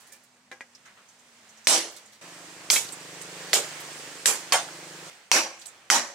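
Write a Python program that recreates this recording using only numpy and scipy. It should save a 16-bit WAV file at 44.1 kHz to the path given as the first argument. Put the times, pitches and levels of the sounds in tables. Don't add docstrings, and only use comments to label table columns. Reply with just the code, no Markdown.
import sys
import numpy as np
from scipy import signal
from scipy.fft import rfft, irfft, next_fast_len
from scipy.io import wavfile
from scipy.ndimage import uniform_filter1d, map_coordinates

SR = 44100
rng = np.random.default_rng(int(sys.argv[2]) if len(sys.argv) > 2 else 0)


def elevation(decibels):
    levels = np.asarray(decibels, float)
    return 10 ** (levels / 20)


def master(y):
    cut = np.clip(np.atleast_2d(y).T, -1, 1)
    pcm = np.round(cut * 32767)
    wavfile.write(sys.argv[1], SR, pcm.astype(np.int16))


N = 270774

# (start [s], end [s])
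VIEWS = [
    (0, 2.212),
    (2.214, 5.1),
    (5.11, 6.14),
]


def unit(x):
    return x / np.sqrt(np.mean(x ** 2) + 1e-20)


def along(points, hz):
    f, v = np.transpose(points)
    return np.interp(np.log(hz + 1), np.log(f + 1), v)


def curves(rows):
    s, *cols = np.transpose(rows)
    return [np.interp(np.arange(N) / SR, s, c) for c in cols]


def wobble(rate):
    knots = rng.standard_normal(int(N * rate / SR) + 4)
    return map_coordinates(knots, [np.arange(N) * rate / SR])


def filtered(x, response):
    m = next_fast_len(x.shape[-1] + 8192)
    spectrum = rfft(x, m) * response(np.fft.rfftfreq(m, 1 / SR))
    return irfft(spectrum, m)[..., :x.shape[-1]]


def causal(x, gain):
    def response(hz):
        cepstrum = irfft(np.log(gain(hz) + 1e-4))
        cepstrum[..., 1:len(hz) - 1] *= 2
        cepstrum[..., len(hz):] = 0
        return np.exp(rfft(cepstrum))
    return filtered(x, response)


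def high_pass(x, order, hz):
    return signal.sosfilt(signal.butter(order, hz, "high", fs=SR, output="sos"), x)


def rush(spectrum, size, patchy_db):
    z = signal.stft(rng.standard_normal((2, size + 512)), nperseg=512)[2]
    field = uniform_filter1d(uniform_filter1d(rng.standard_normal(z.shape[1:]), 6, 0), 8, 1)
    pair = signal.istft(z * elevation(patchy_db * unit(field)), nperseg=512)[1][:, :size]
    return unit(filtered(pair, lambda hz: elevation(along(spectrum, hz))))


def add(track, s, sound):
    at = round(s * SR)
    track[:, at:at + sound.shape[1]] += sound[:, :N - at]


def yard(beat):
    # (time [s], level [dB])
    busyness = [
        [(0, -61.5), (.1, -61.5), (.25, -65.5), (.55, -71), (.76, -65), (1.6, -59.5), (1.98, -57.5),
         (2.21, -64.5)],
        [(2.21, -53), (2.9, -51), (3.18, -49), (3.55, -44.5), (4.25, -48), (5.1, -49.5)],
        [(5.11, -54.5), (5.31, -62), (5.7, -57.5), (5.92, -62)],
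    ]
    # (roar [dB], drone [dB], hiss [dB])
    layer_levels = [
        (-1, 1.5, 0),
        (-3, 2, 0.25),
        (-1.5, 2, -2),
    ]
    # (frequency [Hz], density [dB per Hz])
    roar_spectrum = [(60, -23), (150, -39), (250, -8.5), (400, -6), (600, -3), (1000, -3.5), (1500, -7),
                     (2500, -11), (4000, -60)]
    drone_spectrum = [(500, -14.5), (1200, -4.5), (1800, 0), (3000, -2.5), (4500, -7), (8000, -25.5)]
    hiss_spectrum = [(2500, -21), (4500, 3), (6300, 3.5), (8300, 1), (10000, -7), (12500, -13.5),
                     (15700, -17), (16200, -36)]
    usual_db = [-64, -46.5, -59]
    roar_swing, hiss_swing = 0.51, 0.8
    view = np.searchsorted([VIEWS[0][1], VIEWS[1][1]], np.arange(N) / SR)
    calm_db = np.take(usual_db, view)
    swell_db = np.choose(view, [curves(rows)[0] for rows in busyness]) - calm_db
    roar_db, drone_db, hiss_db = calm_db + np.array(layer_levels)[view].T
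    sway_db = .7 * wobble(7)
    roar_db = roar_db + roar_swing * swell_db + 0.6 * beat + sway_db
    drone_db = drone_db + swell_db + 0.5 * beat + sway_db
    hiss_db = hiss_db + hiss_swing * swell_db + 0.56 * wobble(11)
    roar = elevation(roar_db) * rush(roar_spectrum, N, patchy_db=1.0)
    drone = elevation(drone_db) * rush(drone_spectrum, N, patchy_db=1.2)
    hiss = elevation(hiss_db) * rush(hiss_spectrum, N, patchy_db=1.0)
    return roar + drone + hiss


def blower():
    # (time [s], frequency [Hz], level [dB])
    fan_tone = [(0, 236, -74), (.5, 252.5, -71.5), (1.0, 242.7, -74.5), (1.6, 229.5, -71),
                (2.2, 218.6, -73)]
    hz, db = curves(fan_tone)
    tone = np.sin(2 * np.pi * np.cumsum(hz + 9 * wobble(31.4)) / SR)
    running = np.arange(N) / SR < VIEWS[0][1]
    return running * elevation(db + 2.5 + 2.2 * wobble(10)) * tone


def engine():
    # (time [s], firing rate [Hz])
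    firing_rate = [(2.21, 24.55), (2.62, 24.7), (2.85, 24.62), (3.2, 25.35), (3.45, 25.5), (3.79, 25.45),
                   (3.9, 25.26), (4.3, 25.2), (5.1, 25.2)]
    # (multiple of the firing rate, level [dB])
    exhaust_harmonics = [(4, -18), (5, -8), (6, 1.5), (7, 1.5), (8, -15), (9, -17), (10, -9), (11, -2),
                         (12, -1), (13, 1), (14, 0), (15, -5), (16, -2), (17, -2), (18, -5), (19, -4),
                         (20, -1), (21, -5), (22, -5), (23, -7), (24, -4), (26, -8), (29, -8), (30, -7)]
    # (time [s], sixth multiple [dB], seventh [dB], middle notes [dB],
    # upper notes [dB])
    note_shifts = [(2.21, -8, -0.5, -1, -7), (2.9, -7, -0.5, -2, -1.5), (3.1, -2.5, 0, -1.5, 1.5),
                   (3.5, -3, 1, -2, 4.5), (3.72, 1.5, -9, -2, -3), (4.05, 1, -11, -3, -1),
                   (4.22, -6, -0.5, -6, -4), (4.45, -9, 0, -4.5, -8), (4.8, -2.5, -1, -2.5, -2),
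                   (5.1, 1.5, -2, -4.5, -4)]
    hz, = curves(firing_rate)
    t = np.arange(N) / SR
    start, end = VIEWS[1]
    on = (t > start) & (t < end)
    db = -54.5 + 1.5 * (t - start)
    turn = 2 * np.pi * np.cumsum(hz) / SR
    drift_db = 2.5 * wobble(3)
    sixth_db, seventh_db, middle_db, upper_db = curves(note_shifts)
    total = np.zeros(N)
    for k, level_db in exhaust_harmonics:
        shift_db = (k == 6) * sixth_db + (k == 7) * seventh_db
        shift_db = shift_db + (9 < k < 16) * middle_db + (k > 15) * upper_db
        own_drift_db = np.roll(drift_db, int(9001 * k))
        phase = k * (turn - .35) + 0.94 * rng.normal()
        total += elevation(level_db + shift_db + own_drift_db) * np.sin(phase)
    note = np.zeros(N)
    note[on] = unit(total[on])
    return elevation(db) * note, on * np.cos(turn - 1.5)


def spits():
    # (time [s], peak level [dB], centre frequency [Hz], T60 [s], spread of pitch [0-1])
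    flake_ticks = [(.7495, -45.5, 5300, 0.082, 0.17), (1.963, -44, 5600, 0.15, 0.7),
                   (2.888, -32.5, 3950, 0.033, 0.5), (3.2139, -39.5, 2510, 0.05, 0.6),
                   (3.214, -35, 6900, 0.04, 0.4), (3.218, -40, 8400, 0.093, 0.15),
                   (4.686, -35.5, 1530, 0.046, 0.1), (5.614, -43.5, 4500, 0.12, .5),
                   (5.6556, -39.5, 4000, 0.039, 0.25), (5.6565, -37, 6500, .04, 0.4)]
    # (time [s], peak level [dB], centre frequency [Hz])
    edge_squeaks = [(.855, -50, 6230), (1.084, -50, 6460), (1.19, -53.5, 6870), (1.489, -47.5, 6200),
                    (1.570, -49, 6100), (1.643, -43.5, 6260), (.415, -71, 7000), (2.056, -47.5, 6970),
                    (2.92, -34, 8100), (5.59, -45, 7100), (5.61, -47, 7100), (5.659, -36.5, 8100),
                    (5.675, -41.5, 7300)]
    # (time [s], peak level [dB], centre frequency [Hz], T60 [s])
    scrape_puffs = [(0, -50, 6700, 0.18), (0.065, -52, 7440, 0.15), (0.118, -42.5, 6740, 0.15),
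                    (.234, -53, 8760, 0.085), (.849, -49.5, 1610, 0.4), (.969, -50.5, 1230, 0.25),
                    (1.912, -49, 12000, .12), (2.12, -51.5, 4540, .26), (3.799, -36.5, 9490, 0.08)]
    rows = [(*row, 0.00073) for row in flake_ticks]
    rows += [(*row, 0.1, 0.18, 0.0044) for row in edge_squeaks]
    rows += [(*row, 0.7, 0.0065) for row in scrape_puffs]
    out, t = np.zeros((2, N)), np.arange(SR // 4) / SR
    for s, db, centre_hz, t60, spread, rise in rows:
        noise = rng.standard_normal((2, len(t)))
        grain_gain = elevation(2.2 * rng.standard_normal(len(t) // 64 + 1))
        grains = noise * grain_gain.repeat(64)[:len(t)]

        def band(hz):
            detuning = (hz / centre_hz - centre_hz / (hz + 1)) / max(1.4 * spread, .05)
            return (1 + detuning ** 2) ** -.8

        envelope = elevation(db + 0.5 - 60 * t / t60) * (1 - np.exp(-t / max(rise, .0003)))
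        add(out, s, envelope * unit(filtered(grains, band)))
    return out


def ringing(modes, t, blur_hz, clear=0.76):
    hz, db, t60 = np.transpose(modes)[:, :, None]
    knots = np.arange(0, t[-1] + 2 / blur_hz, 1 / blur_hz)
    chance = rng.standard_normal((4 * len(modes), len(knots)))
    a, b = np.array([np.interp(t, knots, row) for row in chance]).reshape(2, 2, len(modes), -1)
    direct = clear * np.array([1, .4])[:, None, None]
    grown = 1 - np.exp(-t / 0.0049)
    in_phase = (direct + .5 * a * grown) * np.sin(2 * np.pi * hz * t)
    quadrature = .5 * b * grown * np.cos(2 * np.pi * hz * t)
    return np.sum(elevation(db - 60 * t / t60) * (in_phase + quadrature), 1)


def taps():
    # (time [s], peak level [dB], clack level [dB])
    set_downs = [(.103, -52, -25), (0.123, -45, -21), (.165, -50, -20), (0.5149, -31, -13),
                 (0.6079, -28.5, -20), (.5255, -33, -16), (.6112, -29.5, -21)]
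    # (frequency [Hz], level [dB], T60 [s])
    contact_modes = [
        [(1780, 3, .1), (2330, 6, .08)],
        [(540.5, -3.5, .3), (1760, 7.5, 0.134), (2340, 4, 0.19)],
        [(1770, 5.5, .1), (2330, 3, .08)],
        [(360, -3, 0.098), (514, -6, 0.2), (793, -0.5, 0.12), (1070, -11, 0.15), (1631, 1, 0.2),
         (1774, 7, 0.065), (2020, 5, 0.09), (2261, -3, 0.13), (2374, -1, .08), (2850, -16, .24),
         (3140, -8, .06)],
        [(536, -8.5, 0.11), (910, -11, .04), (1150, -22, .09), (1656, -1, 0.08), (1940, 10, 0.054),
         (2030, 3, 0.1), (2200, 6, 0.062), (2360, 0, .07), (2430, -5, 0.072), (2800, -11, .08)],
        [(1700, 4, .07), (2035, 4, .06), (2360, 3, .06)],
        [(1620, -2, .05), (2100, 5, .04), (2420, 3, .05)],
    ]
    # (frequency [Hz], density [dB per Hz])
    clack_spectrum = [(200, -13), (500, -3), (2000, -1), (3500, -9.5), (6000, -7), (12000, -26),
                      (16000, -33)]
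    out, t = np.zeros((2, N)), np.arange(SR // 4) / SR
    for (s, db, clack_db), modes in zip(set_downs, contact_modes):
        decay = elevation(-60 * t / 0.043) + 0.5 * elevation(-60 * t / 0.316)
        clack = rush(clack_spectrum, len(t), patchy_db=2.0) * decay
        ring = ringing(modes, t, blur_hz=60.9)
        add(out, s, elevation(db - 12.0) * (ring + elevation(clack_db + 11.0) * clack))
    return out


def rebounds():
    # (time [s], level [dB])
    falls = [
        (1.718, -26.5),
        (4.5378, -20.5),
        (5.34, -29),
    ]
    # (frequency [Hz], level [dB], T60 [s])
    bar_modes = [
        [(533, -8, 0.39), (590, -2, 0.17), (630, 4.5, 0.16), (776, -5.5, .35), (900, -4, 0.2),
         (334, -7.5, 0.47)],
        [(567, -4, 0.14), (625, -2.5, 0.15), (756, 4, 0.12), (893, 0, 0.123), (1133, -2.5, 0.17),
         (1510, -18, .15)],
        [(330, -2.5, 0.42), (628, 2, 0.21), (1090, 0, 0.4)],
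    ]
    out, t = np.zeros((2, N)), np.arange(int(.5 * SR)) / SR
    for (s, db), modes in zip(falls, bar_modes):
        add(out, s, elevation(db) * ringing(modes, t, blur_hz=39.98) * (1 - np.exp(-t / 0.0011)))
    return out


def anvil():
    # (time [s], level [dB], decay scale [ratio], side modes [dB])
    clear_notes = [
        (5.316, -21, 1.05, 3),
        (5.9024, -18, .85, -6),
    ]
    # (frequency [Hz], level [dB], T60 [s])
    cluster = [(5790, 0, .4), (5745, -7, .4), (5660, -5, .2), (5840, -9, .3)]
    out, t = np.zeros((2, N)), np.arange(int(.5 * SR)) / SR
    for s, db, scale, side_db in clear_notes:
        modes = [(hz, level_db + (k > 0) * side_db, t60 * scale)
                 for k, (hz, level_db, t60) in enumerate(cluster)]
        add(out, s, elevation(db) * ringing(modes, t, blur_hz=45.4, clear=1.3))
    return out


def push(hz, t, t60):
    rise = 1 - np.exp(-t / 0.00014)
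    travel = np.sin(2 * np.pi * hz * t) * elevation(-60 * t / t60) * rise
    velocity = np.diff(travel, prepend=0) * SR / (2 * np.pi * hz)
    return velocity * [[1], [.3]]


def chatter():
    # (time [s], level [dB], frequency [Hz], T60 [s])
    landings = [(1.6716, -2, 2400, 0.0063), (1.6738, -5, 4000, .009), (1.6752, -7, 5800, .009),
                (1.674, 1, 5500, 0.0098), (1.6729, -1, 3420, .006), (2.7014, 2.5, 5330, 0.0064),
                (2.702, -4.5, 2170, 0.0085), (2.705, -0.5, 4600, .008), (2.706, -4, 3170, 0.015),
                (2.7061, -10, 955, .008), (2.7645, -11, 2250, 0.012), (2.7655, -15, 4000, .012),
                (3.5316, -6, 3500, 0.0044), (3.534, -2.5, 1900, 0.0062), (3.544, -1, 6860, .006),
                (4.2581, -7.5, 5360, .008), (4.259, -4.5, 7800, .008), (4.524, -9.5, 2500, .009),
                (4.5236, -6.5, 4770, 0.013), (4.5236, -14, 1090, .012), (5.3156, 2, 5700, 0.023),
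                (5.3159, -3.5, 970, 0.02), (5.3167, 0, 2590, 0.014), (5.3230, 0.5, 4500, 0.014),
                (5.3235, -1, 5900, .012), (5.9012, 1, 6500, .007), (5.9011, 2, 1450, 0.009),
                (5.9015, -3.5, 3060, 0.014), (5.9027, 4, 2100, 0.008)]
    out, t = np.zeros((2, N)), np.arange(1000) / SR
    for s, db, hz, t60 in landings:
        add(out, s, elevation(db) * push(hz, t, t60))
    return out


def dying(pair, scale):
    # (frequency [Hz], T60 [s])
    shed_decay = [(200, 0.43), (1000, 0.38), (5000, 0.32), (14000, 0.25)]
    # (frequency [Hz], time [s])
    wall_delay = [(200, 0.0048), (600, 0.011), (2000, 0.0068), (8000, 0.0032)]
    hz, t, z = signal.stft(pair, SR, nperseg=256)
    decay = elevation(-60 * t / (scale * along(shed_decay, hz)[:, None]))
    growth = 1 - np.exp(-t / along(wall_delay, hz)[:, None])
    return signal.istft(z * decay * growth, SR, nperseg=256)[1][:, :pair.shape[1]]


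def seated(noise, bright_db, body_hz, body_db, low_hz):
    mode_width_hz, mode_depth_db, body_octaves = 35, 2.6, 0.27
    comb_db = mode_depth_db * rng.standard_normal(int(SR / 2 / mode_width_hz) + 2)

    def octaves(hz, base_hz):
        return np.log2((hz + 50) / base_hz)

    def response(hz):
        tilt_db = bright_db * octaves(hz, 2000)
        lift_db = body_db * np.exp(-(octaves(hz, body_hz) / body_octaves) ** 2)
        fine_db = np.interp(hz / mode_width_hz, np.arange(len(comb_db)), comb_db) * hz / (hz + 800)
        return elevation(tilt_db + lift_db + fine_db) / np.sqrt(1 + (low_hz / (hz + 1)) ** 8)

    return unit(filtered(noise, response))


def lumpy(noise):
    lumps_per_s, depth_db = 650, 1.67
    t = np.arange(noise.shape[1]) / SR
    knots = rng.standard_normal((2, int(t[-1] * lumps_per_s) + 2))
    lumps = np.array([np.interp(t * lumps_per_s, np.arange(len(row)), row) for row in knots])
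    return unit(noise * elevation(depth_db * lumps))


def blows():
    # (time [s], crack [dB], clang [dB], ring [dB], crack frequency [Hz])
    strokes = [
        (1.6711, -4, -7.5, -21.5, 2270),
        (2.7016, -9, -11, -19.5, 4640),
        (2.7606, -24, -23.5, -24, 2270),
        (3.5315, -10.5, -12.5, -26.5, 2040),
        (4.2575, -10, -14.5, -22.5, 1846),
        (4.5224, -13, -13, -20.5, 3336),
        (5.3156, -5, -8, -19.5, 2200),
        (5.9011, -9, -6, -24.5, 1780),
    ]
    # (decay scale [ratio], brightness [dB per octave],
    # body frequency [Hz], body level [dB], low limit [Hz])
    bar_seats = [
        (1.146, -0.27, 6240, 5, 120),
        (1.02, 1.9, 3600, -1.5, 150),
        (0.68, 2.3, 900, 10, 210),
        (0.77, -0.47, 8000, 2, 290),
        (1.015, 0.6, 3900, -5, 173),
        (0.75, -3.5, 1130, -5, 740),
        (0.93, -0.54, 2505, 7, 197),
        (0.84, -0.36, 1870, 4, 206),
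    ]
    view_of_blow = [0, 1, 1, 1, 1, 1, 2, 2]
    # (frequency [Hz], density [dB per Hz])
    clang_spectra = [
        [(59, -67), (100, -28), (260, -21), (640, -13), (1150, -17.5), (5400, -10.5), (9500, -15.5),
         (16300, -33)],
        [(59, -58), (100, -24.5), (420, -5), (1200, -8), (4670, -5), (6900, -1.5), (14800, -16.5), (16500, -47)],
        [(59, -61), (150, -13.5), (380, -16.5), (800, -6.5), (2500, -9.5), (3700, -11.5), (6200, -4),
         (16000, -29.5)],
    ]
    # (frequency [Hz], density [dB per Hz])
    crack_spectrum = [(120, -47), (200, -35), (1800, -7), (5870, -4.5), (8970, -29), (12300, -28),
                      (15000, -26), (16500, -58)]
    # (frequency [Hz], level [dB], T60 [s])
    cut_modes = [
        [(623, -5.5, 0.3), (1950, -4, 0.28), (4050, -2, 0.35), (5430, 3.5, 0.33), (5500, -3, 0.32),
         (5740, -10, .25), (6100, -9, 0.28), (7130, -7, .4), (7640, 4, 0.29), (7800, -2, .2), (8314, 3, 0.26),
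         (8473, 1, 0.32), (10060, 2, 0.26), (10024, 0.5, 0.37)],
    ]
    trim_modes = [
        [(2340, 0, 0.064), (3120, -22, .1), (4530, -1, 0.069), (5200, 3, 0.12), (6200, -1, 0.14),
         (7900, -13, .2)],
        [(2260, 6.5, 0.086), (2595, 1.5, 0.11), (3241, 6.5, 0.081), (4005, 0, .08), (5884, 0, .06)],
        [(529, -7.5, 0.12), (670, -5, 0.145), (809, 2, 0.15), (400, -9, .2), (1600, -2, .08), (1900, 7, 0.104),
         (2240, 0, 0.23), (6700, -16.5, .17), (6800, -2, .12), (7600, 0, .07)],
        [(539.5, -4, 0.17), (1650, -21, 0.091), (5270, -8, 0.13), (5900, -10, .17), (6860, 3.5, 0.17),
         (7640, -5, 0.34), (8425, 0, .12), (9290, -1, .15), (10150, -1, 0.19)],
        [(776, -3, 0.1), (1106, -2, 0.14), (2104, 0, 0.19), (2840, -8, .15), (3190, 2, 0.18), (4400, 2, 0.1),
         (8600, -8.5, 0.39)],
    ]
    blade_modes = [
        [(532, -8.5, 0.44), (790, -6, 0.21), (2440, -0.5, 0.2), (2610, -1, 0.24), (4430, -13, 0.41),
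         (4759, -6.5, 0.4), (5270, -1, 0.29), (6660, -2, 0.23), (10680, -14, 0.18), (11600, -7, 0.23),
         (13290, -5.5, 0.23)],
        [(560.5, -7, 0.58), (880, -3, 0.26), (1376, -6, 0.25), (1830, -7, 0.46), (1946, -6, 0.47),
         (3105, 6, 0.14), (10100, -9, 0.2), (6595, -11, .22), (7100, -1, 0.4)],
    ]
    out, t = np.zeros((2, N)), np.arange(int(.6 * SR)) / SR
    first = t[:SR // 20]
    all_modes = cut_modes + trim_modes + blade_modes
    for stroke, seat, view, modes in zip(strokes, bar_seats, view_of_blow, all_modes):
        s, crack_db, clang_db, ring_db, push_hz = stroke
        scale, *seating = seat
        spray = 0.91 * rush(crack_spectrum, len(first), patchy_db=1.5) * elevation(-60 * first / 0.022)
        add(out, s, elevation(crack_db) * (push(push_hz, first, 0.0071) + spray))
        noise = lumpy(seated(rush(clang_spectra[view], len(t), patchy_db=2.0), *seating))
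        clang = dying(noise, scale) + elevation(-25) * dying(noise[:, ::-1], 2.48)
        add(out, s, elevation(clang_db) * clang)
        add(out, s, elevation(ring_db) * ringing(modes, t[:2 * SR // 5], blur_hz=69.8))
    return out


def scene():
    # (frequency [Hz], coherence [0-1])
    likeness = [(150, 0.999), (350, 0.95), (700, 0.85), (1300, 0.49), (2400, 0.17), (5000, 0.16),
                (15000, 0.19)]
    note, beat = engine()
    steel = high_pass(blows() + chatter() + anvil() + rebounds() + taps(), 3, 220)
    paths = steel + spits() + yard(beat) + (note + blower()) * [[1], [.2]]

    def rotation(hz):
        angle = np.arccos(np.clip(along(likeness, hz), -1, 1)) / 2
        return np.array([np.cos(angle), np.sin(angle)])

    mid, side = causal(paths, rotation)
    return np.array([mid + side, mid - side])


def follower(power, s):
    keep = np.exp(-1 / (s * SR))
    return signal.lfilter([1 - keep], [1, -keep], power)


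def roll_off(x):
    return signal.sosfilt(signal.butter(12, 16860, fs=SR, output="sos"), x)


def record(dry):
    # (frequency [Hz], level difference [dB])
    port_tilt = [(300, 0), (1000, -1), (2400, -1.5), (4000, -0.5), (5500, -2.5), (8000, -11.5), (11000, -7),
                 (15000, -4)]
    # (frequency [Hz], density [dB per Hz])
    rumble_spectrum = [(15, -50), (25, -25), (54, -15.5), (140, -1), (188, -5), (200, 5.5), (260, -22),
                       (440, -120)]
    x = causal(dry, lambda hz: elevation(along(port_tilt, hz) * np.array([[.5], [-.5]])))
    power = np.mean(x ** 2, 0)
    level = np.sqrt(follower(power, 0.0046) + 1e-12)
    x = x * np.minimum(1, elevation(-17.0) / level)
    x = x / (1 + np.abs(x / .72) ** 4) ** (1 / 4)
    x = high_pass(x, 3, 85)
    side = high_pass(x[0] - x[1], 2, 250) / 2
    x = x.mean(0) + side * [[1], [-1]]
    shaking = elevation(-75.0) + elevation(-50.5) * np.sqrt(follower(power, 0.037))
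    near, far = shaking * rush(rumble_spectrum, N, patchy_db=1.0)
    x = x + near + [[.04], [-.04]] * far
    x = causal(x, lambda hz: 1 / np.sqrt(1 + (hz / 15950) ** 120))
    return roll_off(x)


dry = scene()
out = record(dry)
master(out)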